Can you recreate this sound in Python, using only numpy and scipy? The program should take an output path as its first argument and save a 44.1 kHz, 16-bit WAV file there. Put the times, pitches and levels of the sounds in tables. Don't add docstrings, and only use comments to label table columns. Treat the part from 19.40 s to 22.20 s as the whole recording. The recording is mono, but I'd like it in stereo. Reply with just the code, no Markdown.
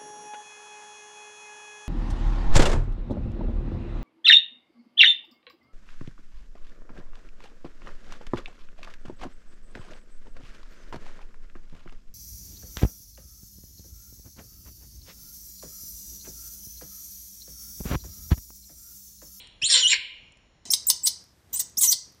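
import sys
import numpy as np
from scipy import signal
from scipy.fft import rfft, irfft
from scipy.io import wavfile

SR = 44100
rng = np.random.default_rng(int(sys.argv[2]) if len(sys.argv) > 2 else 0)


def bounce(signal):
    frames = np.transpose(np.atleast_2d(signal))
    limited = np.clip(frames, -1, 1)
    pcm = np.round(limited * 32767).astype(np.int16)
    wavfile.write(sys.argv[1], SR, pcm)


N = 123479
LONG = N + SR // 5

# (time [s], whistle pitch [Hz], whistle level [dB], rasp level [dB],
# rasp tilt [dB per octave])
CALLS = [
    [(1.17, 7500, -54, -63, -2), (1.18, 7800, -39, -34.5, -2), (1.2, 6000, -27, -14, -9),
     (1.215, 5000, -59, -57.5, -13)],
    [(1.302, 5200, -51, -58, 5.5), (1.305, 5250, -20.5, -33.5, 7), (1.311, 5700, -24.5, -37, -2),
     (1.317, 7200, -25, -39.5, 2), (1.324, 8800, -23.5, -28, -1), (1.33, 9300, -23.5, -32, 0),
     (1.334, 7500, -31, -25.5, -7), (1.337, 4700, -20.5, -11.5, -9), (1.341, 5300, -27.5, -27.5, 3.5),
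     (1.346, 5200, -35.5, -39, 3), (1.352, 5200, -71.5, -70, -3)],
    [(1.467, 7200, -47.5, -61.5, -1), (1.47, 7200, -19.5, -37.5, 3), (1.478, 7600, -33.5, -43.5, 5),
     (1.487, 8300, -12.5, -35, 8), (1.493, 9800, -10.5, -22, 2.5), (1.499, 8500, -29, -29, -7.5),
     (1.502, 5500, -18.5, -11, -5), (1.505, 4400, -22, -27.5, -8.5), (1.512, 5000, -44, -39, -10),
     (1.518, 5000, -63.5, -52.5, 1)],
    [(1.632, 7600, -54.5, -56, 12), (1.635, 7600, -24.5, -50.5, 3), (1.645, 7900, -25, -48, -2),
     (1.655, 8400, -15, -36, 4), (1.662, 9200, -28.5, -16, -0.5), (1.668, 7200, -25, -24, 1),
     (1.673, 5200, -21, -11, -7), (1.683, 5200, -33, -28.5, 9.5), (1.692, 5200, -63, -58, 0.5)],
    [(2.127, 7400, -56, -57.5, 3), (2.131, 7350, -33, -37, -8.5), (2.14, 7050, -31, -34, -7),
     (2.165, 8500, -24, -34, -6), (2.18, 9465, -30.5, -30, -2.5), (2.19, 9300, -35, -39.5, -4),
     (2.196, 8300, -19.5, -21, -1.5), (2.202, 7500, -33, -19.5, -6.5), (2.211, 5800, -35.5, -38.5, -2),
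     (2.219, 5500, -48, -47.5, 13.5)],
    [(2.37, 4950, -48, -53, 4), (2.373, 5100, -29.5, -37.5, 2), (2.385, 7000, -23, -46.5, -9.5),
     (2.395, 8600, -21.5, -42.5, 0.5), (2.403, 9200, -29.5, -36, 0), (2.412, 8800, -44.5, -13.5, 4),
     (2.425, 8200, -21, -17, 1.5), (2.44, 7500, -26.5, -16, -3), (2.46, 7200, -33.5, -21, 3),
     (2.472, 6700, -28, -31, -8.5), (2.479, 6000, -21, -55, 2), (2.488, 5700, -23, -41.5, 2.5),
     (2.497, 6100, -18.5, -41, 0), (2.504, 7600, -25, -39, -0.5), (2.513, 8300, -29.5, -23, -3.5),
     (2.521, 6040, -19, -19, -1), (2.528, 4603, -20, -21, -8), (2.535, 4270, -36.5, -28, -5.5),
     (2.542, 4000, -59, -49, -0.5)],
]
OVERTONES_DB = [0.5, 3, -9]
# (frequency [Hz], gain [dB])
THROAT = [(600, -38), (1500, -43), (2400, -23.5), (3300, -11.5), (5000, -12), (7500, 4), (11500, 4.5),
          (14500, -7), (21000, -11.5)]
# (start [s], length [s], start pitch [Hz], end pitch [Hz], level [dB])
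GRUNTS = [(1.333, 0.031, 1054, 961, -59), (1.491, 0.014, 1050, 990, -53.5), (2.197, 0.011, 991.7, 953, -48),
          (2.409, 0.055, 1444, 1010, -47)]
GRUNT_PARTIALS_DB = [-4, -1.5, -4.5, -4.5, -8]
# (centre time [s], level before low-pass and 20 dB lift [dB])
PUFFS = [(1.262, -60), (1.298, -60), (1.497, -57.5), (2.382, -58)]
# (time [s], level [dB])
TICKS = [(1.841, -41.5), (2.298, -39.5), (2.723, -49), (2.748, -50.5)]
# (frequency [Hz], T60 [s])
PORCH_T60 = [(300, 0.87), (1500, 0.46), (3000, 0.24), (5500, 0.43), (8000, 0.26), (12000, 0.029),
             (18000, 0.19)]
# (frequency [Hz], relative density [dB per Hz])
AIR = [(18, -46.5), (30, -20.5), (75, -4), (400, -17), (866, -21.5), (1160, -21), (14000, -32.5),
       (16000, -50.5)]
# (frequency [Hz], correlation [0-1])
LIKENESS = [(60, 0.8), (400, 0.87), (2500, .2), (7000, 0.3), (8500, 1)]
# (frequency [Hz], gain [dB])
COLOUR = [(100, 10), (1500, 1.5), (4600, 2), (5700, 1), (6250, 1), (7000, -2), (10500, -4.5),
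          (12000, -11.5), (12700, -25.5), (13300, -8.5), (14300, 1), (16000, -9.5), (19000, -5.5)]
# (frequency [Hz], left over right [dB])
PAN = [(300, 0.5), (1000, 2), (1600, -5.5), (3300, 2.5), (5000, 3), (6500, 7), (7700, 3.5), (8800, -4.5),
       (9500, 0)]
# (frequency [Hz], right leads by [rad])
RIGHT_LEADS = [(0, 0), (1000, -.5), (1800, .3), (2900, -3.5), (3300, -6), (4300, -6.9), (6000, -6.6),
               (7300, -4.1), (8300, -5.9), (11500, .95), (19000, 16.65)]

WAVER, WAVER_IN_RASP = 0.0068, 0.02
CHOP = 1.5
PULSE_HZ, PULSE_JITTER = 1000, 0.025
RASP_NOISE = 0.4
PIVOT_HZ = 7000
TORN_DB, TORN_HZ, FLUTTER_DB = 4.5, 50, 5
GRUNT_SETTLE_S = 0.011
PUFF_HALF_S, PUFF_HZ = 0.014, 700
PORCH_DB, PORCH_GAP_S = -9.5, 0.003
EARLY_DB, EARLY_T60_S = -1.5, 0.054
AIR_DB = -59
CUT_S, SLOW_FROM_S = 1.2535, 2.262
TOP_HZ, STOPBAND_HZ = 19800, 16700


def amp(db):
    return 10 ** (np.asarray(db) / 20)


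def rms_one(x):
    return x / np.sqrt(np.mean(x ** 2) + 1e-20)


def at_hz(points, hz):
    p = np.array(points)
    return np.interp(np.log(np.maximum(hz, 1)), np.log(p[:, 0]), p[:, 1])


def shaped(x, gain):
    n = x.shape[-1]
    return irfft(rfft(x) * gain(np.arange(n // 2 + 1) * SR / n), n)


def band(x, centre, centres):
    return shaped(x, lambda f: np.interp(np.log(f + 1), np.log(centres), centres == centre))


def drift(n, rate_hz):
    return rms_one(shaped(rng.standard_normal(n), lambda f: 1 / (1 + (f / rate_hz) ** 2)))


def monkey():
    out = np.zeros(LONG + SR)
    for rows in CALLS:
        start, sound = call(rows)
        out[start:start + len(sound)] += sound
    return out[:LONG]


def call(rows):
    s, *columns = np.transpose(rows)
    start, n = int(s[0] * SR), SR // 4
    t = (start + np.arange(n)) / SR
    hz, whistle_db, rasp_db, tilt = [np.interp(t, s, c) for c in columns]
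    on = (t >= s[0]) & (t <= s[-1])
    rough = 1 / (1 + amp(whistle_db - rasp_db) ** 2)

    hz = hz * (1 + (WAVER + 2 * WAVER_IN_RASP * rough) * drift(n, 400))
    tone = whistle(hz)
    cycle = np.cumsum(pulse_rate(t) * (1 + PULSE_JITTER * drift(n, 60))) / SR
    tone = tone * (1 + CHOP * rough * np.cos(2 * np.pi * cycle))
    tone_gain = np.sqrt(2) * amp(whistle_db + FLUTTER_DB * rough * drift(n, 250))
    return start, on * (tone_gain * tone + amp(rasp_db) * rasp(cycle, tilt))


def whistle(hz):
    phase = 2 * np.pi * np.cumsum(hz) / SR
    out = np.zeros(len(hz))
    for k, db in enumerate(OVERTONES_DB, 1):
        out += amp(db) * np.sin(k * phase) * np.clip((TOP_HZ - k * hz) / 500, 0, 1)
    return out


def rasp(cycle, tilt):
    n = len(cycle)
    pulses = rms_one(sum(np.cos(2 * np.pi * k * cycle) for k in range(1, 17)))
    pulses = pulses * amp(0.9 * drift(n, 150))
    gated = rms_one(rng.standard_normal(n) * np.exp(-2.0 * (cycle % 1)))
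    mix = np.sqrt(1 - RASP_NOISE) * pulses + np.sqrt(RASP_NOISE) * gated
    mix = rms_one(shaped(mix, lambda f: amp(at_hz(THROAT, f)) * (f > 500)))

    centres = PIVOT_HZ * 2. ** np.arange(-3, 1.6, .25)
    out = np.zeros(n)
    for c in centres:
        band_db = tilt * np.log2(c / PIVOT_HZ) + TORN_DB * drift(n, TORN_HZ)
        out += amp(band_db) * band(mix, c, centres)
    return out


def settling_hz(t, start_hz, end_hz):
    return end_hz + (start_hz - end_hz) * np.exp(-t / GRUNT_SETTLE_S)


def pulse_rate(t):
    hz = np.full(len(t), float(PULSE_HZ))
    for s, _, start_hz, end_hz, _ in GRUNTS:
        if t[0] <= s <= t[0] + .1:
            hz = settling_hz(np.maximum(t - s, 0), start_hz, end_hz)
    return hz


def grunts():
    out = np.zeros(LONG)
    for s, length, start_hz, end_hz, db in GRUNTS:
        t = np.arange(int(length * SR)) / SR
        phase = 2 * np.pi * np.cumsum(settling_hz(t, start_hz, end_hz)) / SR
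        partials = sum(amp(p) * np.sin(k * phase) for k, p in enumerate(GRUNT_PARTIALS_DB, 1))
        envelope = np.sqrt(np.sin(np.pi * t / length))
        out[int(s * SR):int(s * SR) + len(t)] += amp(db) * envelope * partials
    return out


def puffs():
    out, half = np.zeros(LONG), int(PUFF_HALF_S * SR)
    for s, db in PUFFS:
        centre = int(s * SR)
        out[centre - half:centre + half] += amp(db) * np.hanning(2 * half) * rng.standard_normal(2 * half)
    return 10 * shaped(out, lambda f: (f > 120) / (1 + (f / PUFF_HZ) ** 2))


def ticks():
    out = np.zeros(LONG)
    for s, db in TICKS:
        burst = np.diff(rng.standard_normal(201)) * np.exp(-np.arange(200) / 40)
        out[int(s * SR):int(s * SR) + 200] += amp(db) * burst
    return out


def porch(x):
    n = SR // 2
    t, centres = np.arange(n) / SR, np.geomspace(150, 19000, 12)
    noise = diffuse(n)
    tail = sum(amp(-60 * t / at_hz(PORCH_T60, c)) * band(noise, c, centres) for c in centres)
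    early = noise[:, ::-1] * amp(-60 * t / EARLY_T60_S)
    echo = (amp(PORCH_DB) * rms_one(tail) + amp(EARLY_DB) * rms_one(early)) / np.sqrt(n)
    echo = np.pad(echo, [(0, 0), (int(PORCH_GAP_S * SR), 0)])
    return signal.fftconvolve(x[None], echo, axes=1)[:, :LONG]


def diffuse(n):
    mid, side = rng.standard_normal((2, n))
    mid = shaped(mid, lambda f: np.sqrt(1 + at_hz(LIKENESS, f)))
    side = shaped(side, lambda f: np.sqrt(1 - at_hz(LIKENESS, f)))
    return np.array([mid + side, mid - side])


def air():
    both = shaped(diffuse(LONG), lambda f: amp(at_hz(AIR, f)) * (f > 25))
    return amp(AIR_DB + 2 * drift(LONG, 6)) * rms_one(both)


def scene():
    side = np.array([[.5], [-.5]])
    voice = monkey() + grunts()
    near = voice + porch(voice) + puffs() + ticks()
    near = shaped(near, lambda f: amp(at_hz(COLOUR, f) + side * at_hz(PAN, f)) * (f < TOP_HZ))
    lead_hz, lead_rad = np.transpose(RIGHT_LEADS)
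    heard = shaped(near + air(), lambda f: np.exp(-1j * side * np.interp(f, lead_hz, lead_rad)))

    cut, first = int(CUT_S * SR), int(SLOW_FROM_S * SR)
    slow = signal.resample(heard[:, first:], 2 * (LONG - first), axis=1)
    return np.concatenate([slow[:, :cut], heard[:, cut:N]], axis=1)


def record(dry):
    return signal.sosfilt(signal.cheby2(14, 80, STOPBAND_HZ, fs=SR, output="sos"), dry)


dry = scene()
out = record(dry)
bounce(out)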